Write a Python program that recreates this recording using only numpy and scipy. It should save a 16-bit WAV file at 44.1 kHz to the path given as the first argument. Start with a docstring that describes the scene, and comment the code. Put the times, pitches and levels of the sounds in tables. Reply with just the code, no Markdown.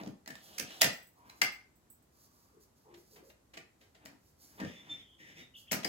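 """The telescopic handle of a soft suitcase is pulled out in two stages in a small, hard-floored room.
Sliding friction makes its metal tubes hiss, and stick-slip makes them squeal. Impacts excite damped
modes: tubes knock on their stops, spring pins snap home, the hollow case thumps, a zipper pull tinkles.
Between the stages, hands brush the fabric and the case groans softly as it is turned on the floor."""
import sys
import numpy as np
from scipy import signal
from scipy.fft import rfft, irfft, next_fast_len
from scipy.io import wavfile
from scipy.ndimage import uniform_filter1d

SR = 44100
rng = np.random.default_rng(int(sys.argv[2]) if len(sys.argv) > 2 else 0)


def wav_out(sig):
    """Save sig, one row per channel (or a flat mono array), as 16-bit PCM at SR to the path in sys.argv[1]."""
    wavfile.write(sys.argv[1], SR, np.round(np.clip(np.atleast_2d(sig).T, -1, 1) * 32767).astype(np.int16))


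N = 259308
TIME = np.arange(N) / SR


def undb(db):
    """Amplitude grows tenfold every 20 dB."""
    return 10 ** (np.asarray(db) / 20)

def unit(x):
    """Normalisation to an rms of 1."""
    return x / np.sqrt(np.mean(x ** 2))

def along(points, hz):
    """Interpolation of (Hz, value) points on a log-frequency axis."""
    f, value = np.transpose(points)
    return np.interp(np.log(np.maximum(hz, 1)), np.log(f), value)

def colour(x, spectrum):
    """Minimum-phase filtering by (Hz, dB) points, falling away below the first."""
    size = next_fast_len(2 * x.shape[-1], True) // 2 * 2
    hz = np.fft.rfftfreq(size, 1 / SR)
    gain = undb(along(spectrum, hz)) * np.clip(hz / spectrum[0][0], .1, 1) ** 2
    cepstrum = irfft(np.log(gain))
    cepstrum[1:size // 2] *= 2  # folding makes the filter causal
    cepstrum[size // 2 + 1:] = 0
    return irfft(rfft(x, size) * np.exp(rfft(cepstrum)))[..., :x.shape[-1]]

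def wander(rate_hz):
    """Low-passed noise: a smooth random fluctuation of rms 1."""
    width = max(int(SR / rate_hz), 1)
    return unit(uniform_filter1d(uniform_filter1d(rng.standard_normal(N), width), width))

def fade(t, t60):
    """Exponential damping: 60 dB in t60 seconds."""
    return np.exp(-np.log(1000) * t / np.maximum(t60, .002))

def add(out, start, sound):
    """Superposition of a sound from its start time on."""
    i = max(int(start * SR), 0)
    out[..., i:i + sound.shape[-1]] += sound[..., :N - i]

def stroke(start, length, db, attack_s, release_s, db_per_s=0):
    """Amplitude envelope of a movement: linear rise, exponential trend, linear release."""
    t = TIME - start
    gate = np.clip(np.minimum(t / attack_s, 1 - (t - length) / release_s), 0, 1)
    return gate * undb(db + db_per_s * np.clip(t, 0, length))

def strokes(rows, attack_s, release_s, db_per_s=0):
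    """Summed envelopes of like movements."""
    return sum(stroke(*row, attack_s, release_s, db_per_s) for row in rows)

def glide(start, length, hz, hz_per_s):
    """Linear frequency sweep while a movement lasts."""
    return hz + hz_per_s * np.clip(TIME - start, 0, length)

def friction(spectrum, grain_db, flutter_db):
    """Friction noise: countless tiny catches of unequal size come in uneven surges."""
    catches = rng.standard_normal(N) * undb(grain_db * wander(1600) + flutter_db * wander(19))
    return unit(colour(catches, spectrum))

def stick_slip(hz, roughness, rate_hz, overtone_db):
    """Stick-slip oscillation: a contact catches and slips unevenly, so its tone wavers."""
    phase = 2 * np.pi * np.cumsum(hz * (1 + roughness * wander(rate_hz))) / SR
    tone = np.sin(phase) + undb(overtone_db) * np.sin(2 * phase)
    return unit(tone * undb(1.27 * wander(rate_hz)))

def ringing(modes, t, t60):
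    """Free vibration: damped modes, with random phases in each channel."""
    partials = (undb(db) * np.sin(2 * np.pi * (hz * t + rng.random((2, 1)))) for hz, db in modes)
    return sum(partials) * fade(t, t60)

def impacts(rows, modes, spectrum, ring_db, ring_t60, snap_db, rise_s):
    """Impact excitation: a snap, chatter and a brief ping, while the metal's modes ring on."""
    out, t = np.zeros((2, N)), np.arange(SR // 2) / SR
    hz, spectrum_db = np.transpose(spectrum)
    bins_hz = np.fft.rfftfreq(len(t), 1 / SR)
    for start, db, tilt_db, t60, ping_hz, ping_db, pan_db in rows:
        noise = rng.standard_normal((3, len(t)))
        chatter = (noise[0] + noise[1:]) * fade(t, t60)  # partly shared by both channels
        ping = undb(ping_db) * np.sin(2 * np.pi * ping_hz * t) * fade(t, t60)
        ring = undb(ring_db) * ringing(modes, t, ring_t60)
        blow = (chatter + ping + ring) * np.minimum(t / rise_s, 1)
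        blow[:, int(rise_s * SR)] += undb(snap_db)
        tilted = np.column_stack([hz, spectrum_db + tilt_db * np.log2(hz / 3000)])
        filter_rms = np.sqrt(np.mean(undb(along(tilted, bins_hz)) ** 2))
        gains = undb(db + np.array([[pan_db], [-pan_db]]) / 2)
        add(out, start, colour(blow, tilted) / filter_rms * gains)
    return out

def diffuse_noise(size, unrelated_hz):
    """A diffuse field at two close points is coherent in the bass, incoherent in the treble."""
    mid, side = rng.standard_normal((2, size))
    apart = np.clip(np.fft.rfftfreq(size, 1 / SR) / unrelated_hz, .33, 1)
    mid = irfft(rfft(mid) * np.sqrt(1 - apart ** 2 / 2), size)
    side = irfft(rfft(side) * apart / np.sqrt(2), size)
    return np.array([mid + side, mid - side])


# Spectrum of still room air. Each row: frequency in Hz, level in dB.
AIR_SPECTRUM = [(45, -6.5), (65, 0.5), (100, -5.5), (270, -8), (500, -14), (1000, -18.5), (2800, -28.5),
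                (5000, -29), (7700, -27), (9000, -32), (12500, -30), (16000, -38.5)]
def room_air():
    """Ambient noise forms a faint, steady diffuse field."""
    return undb(-68.5) * unit(colour(diffuse_noise(N, unrelated_hz=550), AIR_SPECTRUM))

# A hand taking hold or shifting. Each row: start in seconds, length in seconds, level in dB.
GRASP_STROKES = [(-0.03, 0.017, -43.5), (1.17, 0.21, -69), (1.77, 0.12, -77), (2.85, 0.067, -72),
                 (3.13, 0.053, -69.5), (3.97, 0.14, -67), (4.4, 0.19, -70), (4.575, 0.024, -43),
                 (4.76, 0.15, -67.5)]
# Spectrum of skin on the grip. Each row: frequency in Hz, level in dB.
GRIP_SPECTRUM = [(120, -5), (270, 3), (500, -8.5), (750, -4), (980, -1), (1250, -7), (1600, -6.5),
                 (2300, -9.5), (3500, -15.5), (6000, -33)]
def grip_grasps():
    """Friction of a hand on the grip gives a dull, surging rustle."""
    envelope = strokes(GRASP_STROKES, attack_s=0.03, release_s=0.04)
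    return envelope * friction(GRIP_SPECTRUM, grain_db=0, flutter_db=4.5)

# A hand passing over the fabric. Each row: start in seconds, length in seconds, level in dB.
BRUSH_STROKES = [(-0.02, 0.13, -65), (0.41, 0.085, -55), (1.15, 0.12, -70), (1.24, 0.16, -61.5),
                 (2.11, 0.15, -60.5), (2.24, 0.31, -68.5), (2.595, 0.043, -65), (2.75, 0.25, -67),
                 (2.94, 0.2, -70), (3.1, 0.095, -66), (3.22, 0.092, -61), (3.79, 0.12, -78),
                 (4.04, 0.11, -66), (4.16, 0.24, -67), (4.375, 0.19, -63), (4.54, 0.066, -62.5),
                 (4.74, 0.22, -89), (5.53, 0.25, -63.5)]
# Spectrum of brushed fabric. Each row: frequency in Hz, level in dB.
FABRIC_SPECTRUM = [(2000, -12.5), (3200, -13), (4600, 4.5), (6800, 2.5), (9000, -3.5), (12500, 4.5),
                   (16000, -1)]
def fabric_brushes():
    """Friction on fabric gives a bright hiss that eases off through each stroke."""
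    envelope = strokes(BRUSH_STROKES, attack_s=0.04, release_s=0.01, db_per_s=-42)
    return envelope * friction(FABRIC_SPECTRUM, grain_db=2, flutter_db=-4.9)

# Blows reaching the case. Each row: start in seconds, pulse level in dB, hardness (rattle gain) in dB.
CASE_BLOWS = [(0.013, -37.5, -3), (0.035, -45.5, 8), (0.062, -39, 0), (0.072, -36, -9), (0.275, -46.5, 6),
              (0.302, -45.5, -19), (0.599, -40.5, 1.5), (0.62, -41.5, -18), (0.823, -42, 13.5),
              (0.848, -30.5, 4.5), (1.425, -41.5, -1), (3.574, -53.5, 8.5), (4.053, -52, -17),
              (4.131, -54, -31), (4.601, -39, -15), (4.616, -31, -9), (4.636, -33, -22),
              (4.649, -36.5, 1.5), (4.672, -42, -18), (5.718, -32, 6), (5.742, -39, -4), (5.767, -37, 3),
              (5.852, -32, 10.5)]
# Modes of its panels and air, and spectrum of a dull blow. Each row: frequency in Hz, level in dB.
CASE_RESONANCES = [(82, -8.5), (135, -6.5), (168, -1.5), (190, 0), (243, 1), (275, -10.5), (320, -3.5),
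                   (405, -5.5)]
PULSE_SPECTRUM = [(60, -10.5), (120, -16), (175, 1.5), (250, 3), (340, -10), (450, -7.5), (700, -15.5),
                  (1000, -19.5), (2000, -29.5), (6000, -49)]
def case_thumps():
    """A damped resonator: the padded case gives a pulse and a short boom; hard blows rattle fittings."""
    out, t = np.zeros((2, N)), np.arange(SR // 4) / SR
    pulse = colour(signal.unit_impulse(len(t)), PULSE_SPECTRUM)
    pulse /= np.abs(pulse).max()
    rattle_spectrum = [(400, -2.5), (800, -2), (1500, -28), (5000, -14.5), (15000, -47.5)]
    for start, db, hardness_db in CASE_BLOWS:
        # long waves: alike in both channels
        boom = ringing(CASE_RESONANCES, t, t60=0.06)[0] * np.minimum(t / 0.00083, 1)
        rattle = unit(colour(rng.standard_normal(len(t)), rattle_spectrum)) * fade(t, t60=0.02)
        add(out, start, undb(db) * (pulse + undb(-14.5) * boom + undb(hardness_db - 5) * rattle))
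    return out

# Tubes hitting guides and stops. Each row: start in seconds, level in dB, tilt in dB per octave,
# contact t60 in seconds, ping frequency in Hz, relative ping level in dB, leftward pan in dB.
TUBE_KNOCKS = [(0.0752, -50, -0.5, 0.016, 1970, -26, -4), (0.2598, -48, -1, 0.016, 4280, -2, -2),
               (0.2758, -40.5, 0.5, 0.028, 1744, -2.5, -2), (0.3034, -45.5, -0.5, 0.035, 1780, -1, 0),
               (0.3536, -48, -0.5, 0.027, 1830, -12, -5), (0.8114, -23, 1.5, 0.028, 2960, -5.5, -3.5),
               (0.8166, -7.5, 1.26, 0.014, 2741, -8, -1.7), (0.8314, -24, -1.5, 0.012, 2400, -10, 1.5),
               (0.8434, -24, -0.5, 0.016, 7550, -1.5, -8.5), (0.8464, -26.5, -0.5, 0.01, 1940, -21, 5),
               (4.0526, -45.5, 9.5, 0.013, 1940, -15, 7.5), (4.0575, -44.5, -0.1, 0.02, 1790, -20, 4),
               (5.7274, -31.5, -0.5, 0.084, 1930, -21, 2.5)]
# Modes of frame and sleeves, and spectrum of a knock. 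Each row: frequency in Hz, level in dB.
FRAME_RESONANCES = [(655, 7), (745, -11.5), (1090, -7.5), (1808, 2), (1949, 4.5), (2115, -9.5), (2498, 0.5),
                    (2622, -5), (2785, 1.5), (3305, -10.5), (3710, -10), (4274, -7.5), (4721, -2),
                    (4867, -3), (5464, 1), (6821, -2), (7181, -8.5), (7558, 3.5)]
KNOCK_SPECTRUM = [(400, -6.5), (700, -4), (1150, -4), (2000, 2), (2800, -2), (3900, -4.5), (5000, -0.5),
                  (7200, -5.5), (9000, -12), (15000, -12.5)]
def tube_knocks():
    """Abrupt impacts of the tubes excite the modes of the frame."""
    return impacts(TUBE_KNOCKS, FRAME_RESONANCES, KNOCK_SPECTRUM,
                   ring_db=-25.5, ring_t60=0.08, snap_db=10, rise_s=0.001)

# Pulls on each stage of the handle. Each row: start in seconds, length in seconds, level in dB.
SHORT_STAGE_PULLS = [(0.285, 0.52, -63)]
LONG_STAGE_PULLS = [(4.61, 0.32, -55), (4.89, 0.11, -58), (5.18, 0.14, -58), (5.35, 0.059, -56.5)]
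# Spectrum of each sliding stage. Each row: frequency in Hz, level in dB.
SHORT_STAGE_SPECTRUM = [(88, -42), (150, -14.5), (182, -2.5), (291, -14), (328, -6.5), (376, -9.5),
                        (790, -2.5), (854, -8.5), (2310, -15.5), (3100, -5.5), (10000, -18), (14000, -17),
                        (16000, -21)]
LONG_STAGE_SPECTRUM = [(150, 6), (280, 4.5), (500, -1), (1300, -9), (1650, -4), (1950, 8.5), (2300, 5),
                       (2900, 2.5), (3550, 2), (4200, -12), (5500, -1), (7000, -9), (8500, -17),
                       (15000, -17)]
def tube_slides():
    """Sliding friction in the sleeves: the short stage hisses in one swell, the long in fading jerks."""
    swell = strokes(SHORT_STAGE_PULLS, attack_s=0.0256, release_s=0.045, db_per_s=14)
    jerks = strokes(LONG_STAGE_PULLS, attack_s=0.0256, release_s=0.045, db_per_s=-30.5)
    return (swell * friction(SHORT_STAGE_SPECTRUM, grain_db=1.5, flutter_db=1.8)
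            + jerks * friction(LONG_STAGE_SPECTRUM, grain_db=2, flutter_db=1.8))

# Spring pins snapping. Each row: start in seconds, level in dB, tilt in dB per octave,
# contact t60 in seconds, ping frequency in Hz, relative ping level in dB, leftward pan in dB.
PIN_SNAPS = [(0.5806, -27.5, 3.5, 0.027, 3730, -13, -2), (0.5955, -25, 3, 0.023, 3550, -10, -10),
             (1.296, -43.5, 1, 0.018, 4030, 6.5, 0), (1.4148, -13, 1, 0.021, 2110, -5, 5),
             (1.4205, -22, -3.7, 0.021, 2112, -5.5, 3.5), (5.7112, -34.5, 0, 0.05, 5820, -38, 14.5),
             (5.7168, -19, 8.5, 0.028, 1430, 4, 3), (5.8452, -25, 2.1, 0.0205, 4930, 2.5, 11.5)]
# Modes of the tube walls, and spectrum of a snap. Each row: frequency in Hz, level in dB.
TUBE_RESONANCES = [(754, 0), (1556, -7), (1810, -1), (2075, 0), (2130, 2), (2165, 1.5), (2245, -5.5),
                   (2325, -10), (2562, -1), (2896, -7), (4323, -15), (4877, -9.5), (5195, -9), (5292, -4.5),
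                   (6083, -12), (6595, -8)]
PIN_SPECTRUM = [(400, -10), (600, -15.5), (830, -4), (1100, -9), (1600, 2), (2100, 1.5), (2800, 0),
                (3800, -8), (5200, 1), (7000, -7.5), (9000, -11.5), (15000, -15)]
def spring_pins():
    """Spring-driven impacts of the pins excite the modes of the tube walls."""
    return impacts(PIN_SNAPS, TUBE_RESONANCES, PIN_SPECTRUM,
                   ring_db=-31.5, ring_t60=0.14, snap_db=11, rise_s=0.004)

# A sleeve binding on its tube. Each row: start in seconds, length in seconds, pitch in Hz,
# glide in Hz per second, level in dB, roughness as a fraction of the pitch.
SLEEVE_SQUEALS = [(0.656, 0.08, 3050, 0, -57, 0.21), (0.804, 0.013, 3600, -30000, -30.5, 0.11),
                  (4.597, 0.027, 1827, -2500, -48.5, 0.048), (4.634, 0.091, 1770, 1200, -67, 0.021),
                  (5.183, 0.11, 1924, -700, -62, 0.06), (4.661, 0.03, 3250, 2502, -61, 0.058),
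                  (4.744, 0.06, 3470, 800, -59.5, 0.0098), (4.887, 0.034, 3541, 500, -42, 0.005),
                  (4.952, 0.088, 3570, 310.5, -71.5, 0.0074), (4.994, 0.152, 3200, 805, -67, 0.04),
                  (5.36, 0.087, 3570, 310, -64, 0.037), (5.535, 0.032, 3170, -1400, -54, 0.059),
                  (5.569, 0.065, 3130, -1000, -70.5, 0.066), (5.667, 0.03, 3060, -1000, -58, 0.12)]
def sleeve_squeals():
    """Stick-slip in a sleeve gives a squeal, which strong frequency jitter broadens to a scrape."""
    out = np.zeros(N)
    for start, length, hz, hz_per_s, db, roughness in SLEEVE_SQUEALS:
        tone = stick_slip(glide(start, length, hz, hz_per_s), roughness, rate_hz=320, overtone_db=-26)
        out += stroke(start, length, db, attack_s=0.021, release_s=0.029) * tone
    return out

# The loose handle shifting. Each row: start in seconds, level in dB, contact t60 in seconds.
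HANDLE_NUDGES = [(0.703, -45.5, 0.062), (2.939, -51.5, 0.053), (3.158, -55.5, 0.078), (3.297, -54, 0.055),
                 (3.534, -51.5, 0.11), (3.57, -34.5, 0.029), (3.808, -63, 0.2), (3.9459, -58.5, 0.09),
                 (4.5989, -35, 0.029), (5.8303, -36, 0.037)]
# Spectrum of its dull clack. Each row: frequency in Hz, level in dB.
NUDGE_SPECTRUM = [(400, 1), (750, -0.5), (1200, -3.5), (2000, 0), (3200, -0.5), (5000, -5.5), (7500, -11),
                  (9000, -16.5), (15000, -19)]
def handle_nudges():
    """Soft impacts: the handle moves within its play and meets the frame with little snap."""
    ping_hz, ping_db = 2060, -14.5
    rows = [(start, db, 0, t60, ping_hz, ping_db, 0) for start, db, t60 in HANDLE_NUDGES]
    return impacts(rows, FRAME_RESONANCES, NUDGE_SPECTRUM,
                   ring_db=-24.5, ring_t60=0.08, snap_db=-11.5, rise_s=0.0067)

# A zipper pull swinging as the case is jolted or sways. 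Each row: start in seconds, level in dB.
ZIPPER_TINKLES = [(0.925, -57.5), (0.971, -66), (1.025, -65), (1.068, -67), (1.13, -79), (1.52, -62),
                  (1.755, -75.5), (1.9, -59.5), (2.023, -78)]
# Modes of its thin metal tab. Each row: frequency in Hz, level in dB.
TAB_RESONANCES = [(7930, 5.5), (8950, 1.5), (12700, 0), (13240, 1), (14450, -5), (15400, -0.5)]
def zipper_pull():
    """A small plate has high modes: the tab rings as it chatters against its slider."""
    out, t = np.zeros((2, N)), np.arange(SR // 2) / SR
    chatter_spectrum = [(6700, -20), (8300, -0.5), (10500, -8), (14000, 5.5)]
    for start, db in ZIPPER_TINKLES:
        chatter = colour(rng.standard_normal((2, len(t))), chatter_spectrum) * fade(t, t60=0.17)
        tinkle = ringing(TAB_RESONANCES, t, t60=0.08) + undb(7) * chatter
        add(out, start, undb(db) * tinkle * np.minimum(t / 0.0027, 1))
    return out

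# Rubs along the grip. Each row: start in seconds, length in seconds, resonance in Hz, level in dB.
GRIP_RUBS = [(1.147, 0.21, 993, -68), (2.125, 0.48, 1095, -80.5), (2.832, 0.089, 915, -69)]
def grip_rubs():
    """Stick-slip of skin sounds the resonance of the hollow plastic grip."""
    out = np.zeros(N)
    for start, length, hz, db in GRIP_RUBS:
        tone = stick_slip(hz, roughness=0.14, rate_hz=810, overtone_db=-25)
        out += stroke(start, length, db, attack_s=0.03, release_s=0.04) * tone
    return out

# Three shoves that turn the case. Each row: start in seconds, length in seconds, resonance in Hz,
# glide in Hz per second, level in dB.
FLOOR_DRAGS = [(2.523, 0.036, 424.6, -170, -65.5), (2.836, 0.14, 417, -170, -65),
               (3.096, 0.185, 354, 543, -68)]
def floor_drags():
    """Stick-slip against the floor makes the turning case groan."""
    out = np.zeros(N)
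    for start, length, hz, hz_per_s, db in FLOOR_DRAGS:
        pitch = glide(start, length, hz, hz_per_s)
        groan = stick_slip(pitch, roughness=0.17, rate_hz=130, overtone_db=-22)
        out += stroke(start, length, db, attack_s=0.039, release_s=0.043) * groan
    return out

# Decay of the room. Each row: frequency in Hz, reverberation time in seconds.
REVERB_TIMES = [(100, 0.21), (250, 0.24), (700, 0.35), (2000, 0.34), (5000, 0.31), (14000, 0.15)]
# Spectrum of its tail. Each row: frequency in Hz, level against the direct sound in dB.
REVERB_SPECTRUM = [(100, 6.5), (250, 5), (700, 0), (2000, -0.5), (5000, -4), (14000, -2.5)]
def reverberation(source, build_s):
    """Reflections from bare walls and a stone floor merge into a short diffuse tail."""
    t, hz = np.arange(SR) / SR, np.fft.rfftfreq(SR, 1 / SR)
    noise = rfft(diffuse_noise(SR, unrelated_hz=690))
    centres, tail = np.transpose(REVERB_TIMES)[0], 0
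    for (_, t60), weights in zip(REVERB_TIMES, np.eye(len(centres))):
        band = irfft(noise * along(np.column_stack([centres, weights]), hz), SR)
        envelope = fade(t, t60) * np.minimum(t / build_s, 1) ** 2
        tail += band * envelope / np.linalg.norm(envelope)
    return signal.fftconvolve(source[None], colour(tail, REVERB_SPECTRUM), axes=1)[:, :N]

# Stereo balance. Each row: frequency in Hz, left minus right level in dB.
STEREO_BALANCE = [(100, -4), (280, 3), (550, 0), (1000, -1.5), (2000, 4), (4500, -2.5), (8000, 1),
                  (13000, -3)]
def scene():
    """Direct and reverberant sound superpose; an arrival-time difference sets the case to the right."""
    suitcase = spring_pins() + tube_knocks() + case_thumps() + zipper_pull() + handle_nudges()
    suitcase += tube_slides() + sleeve_squeals()
    suitcase += fabric_brushes() + grip_grasps() + grip_rubs() + floor_drags()
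    left_lag_s = 0.0002864
    direct = np.array([np.interp(TIME - left_lag_s, TIME, suitcase[0]), suitcase[1]])
    in_room = direct + reverberation(suitcase.mean(axis=0), build_s=0.01)
    lean_db = along(STEREO_BALANCE, np.fft.rfftfreq(N, 1 / SR))
    balanced = irfft(rfft(in_room) * undb(np.array([lean_db, -lean_db]) / 2), N)
    return balanced + room_air()

def record(dry):
    """Band limiting and soft saturation: the microphone thins the bass, rounds peaks, cuts the top."""
    bass_hz, top_hz, ceiling = 54, 16100, 0.85
    thinned = signal.sosfilt(signal.butter(2, bass_hz, "highpass", fs=SR, output="sos"), dry)
    rounded = ceiling * np.tanh(thinned / ceiling)
    return signal.sosfilt(signal.ellip(10, .2, 70, top_hz, fs=SR, output="sos"), rounded)


dry = scene()
out = record(dry)
wav_out(out)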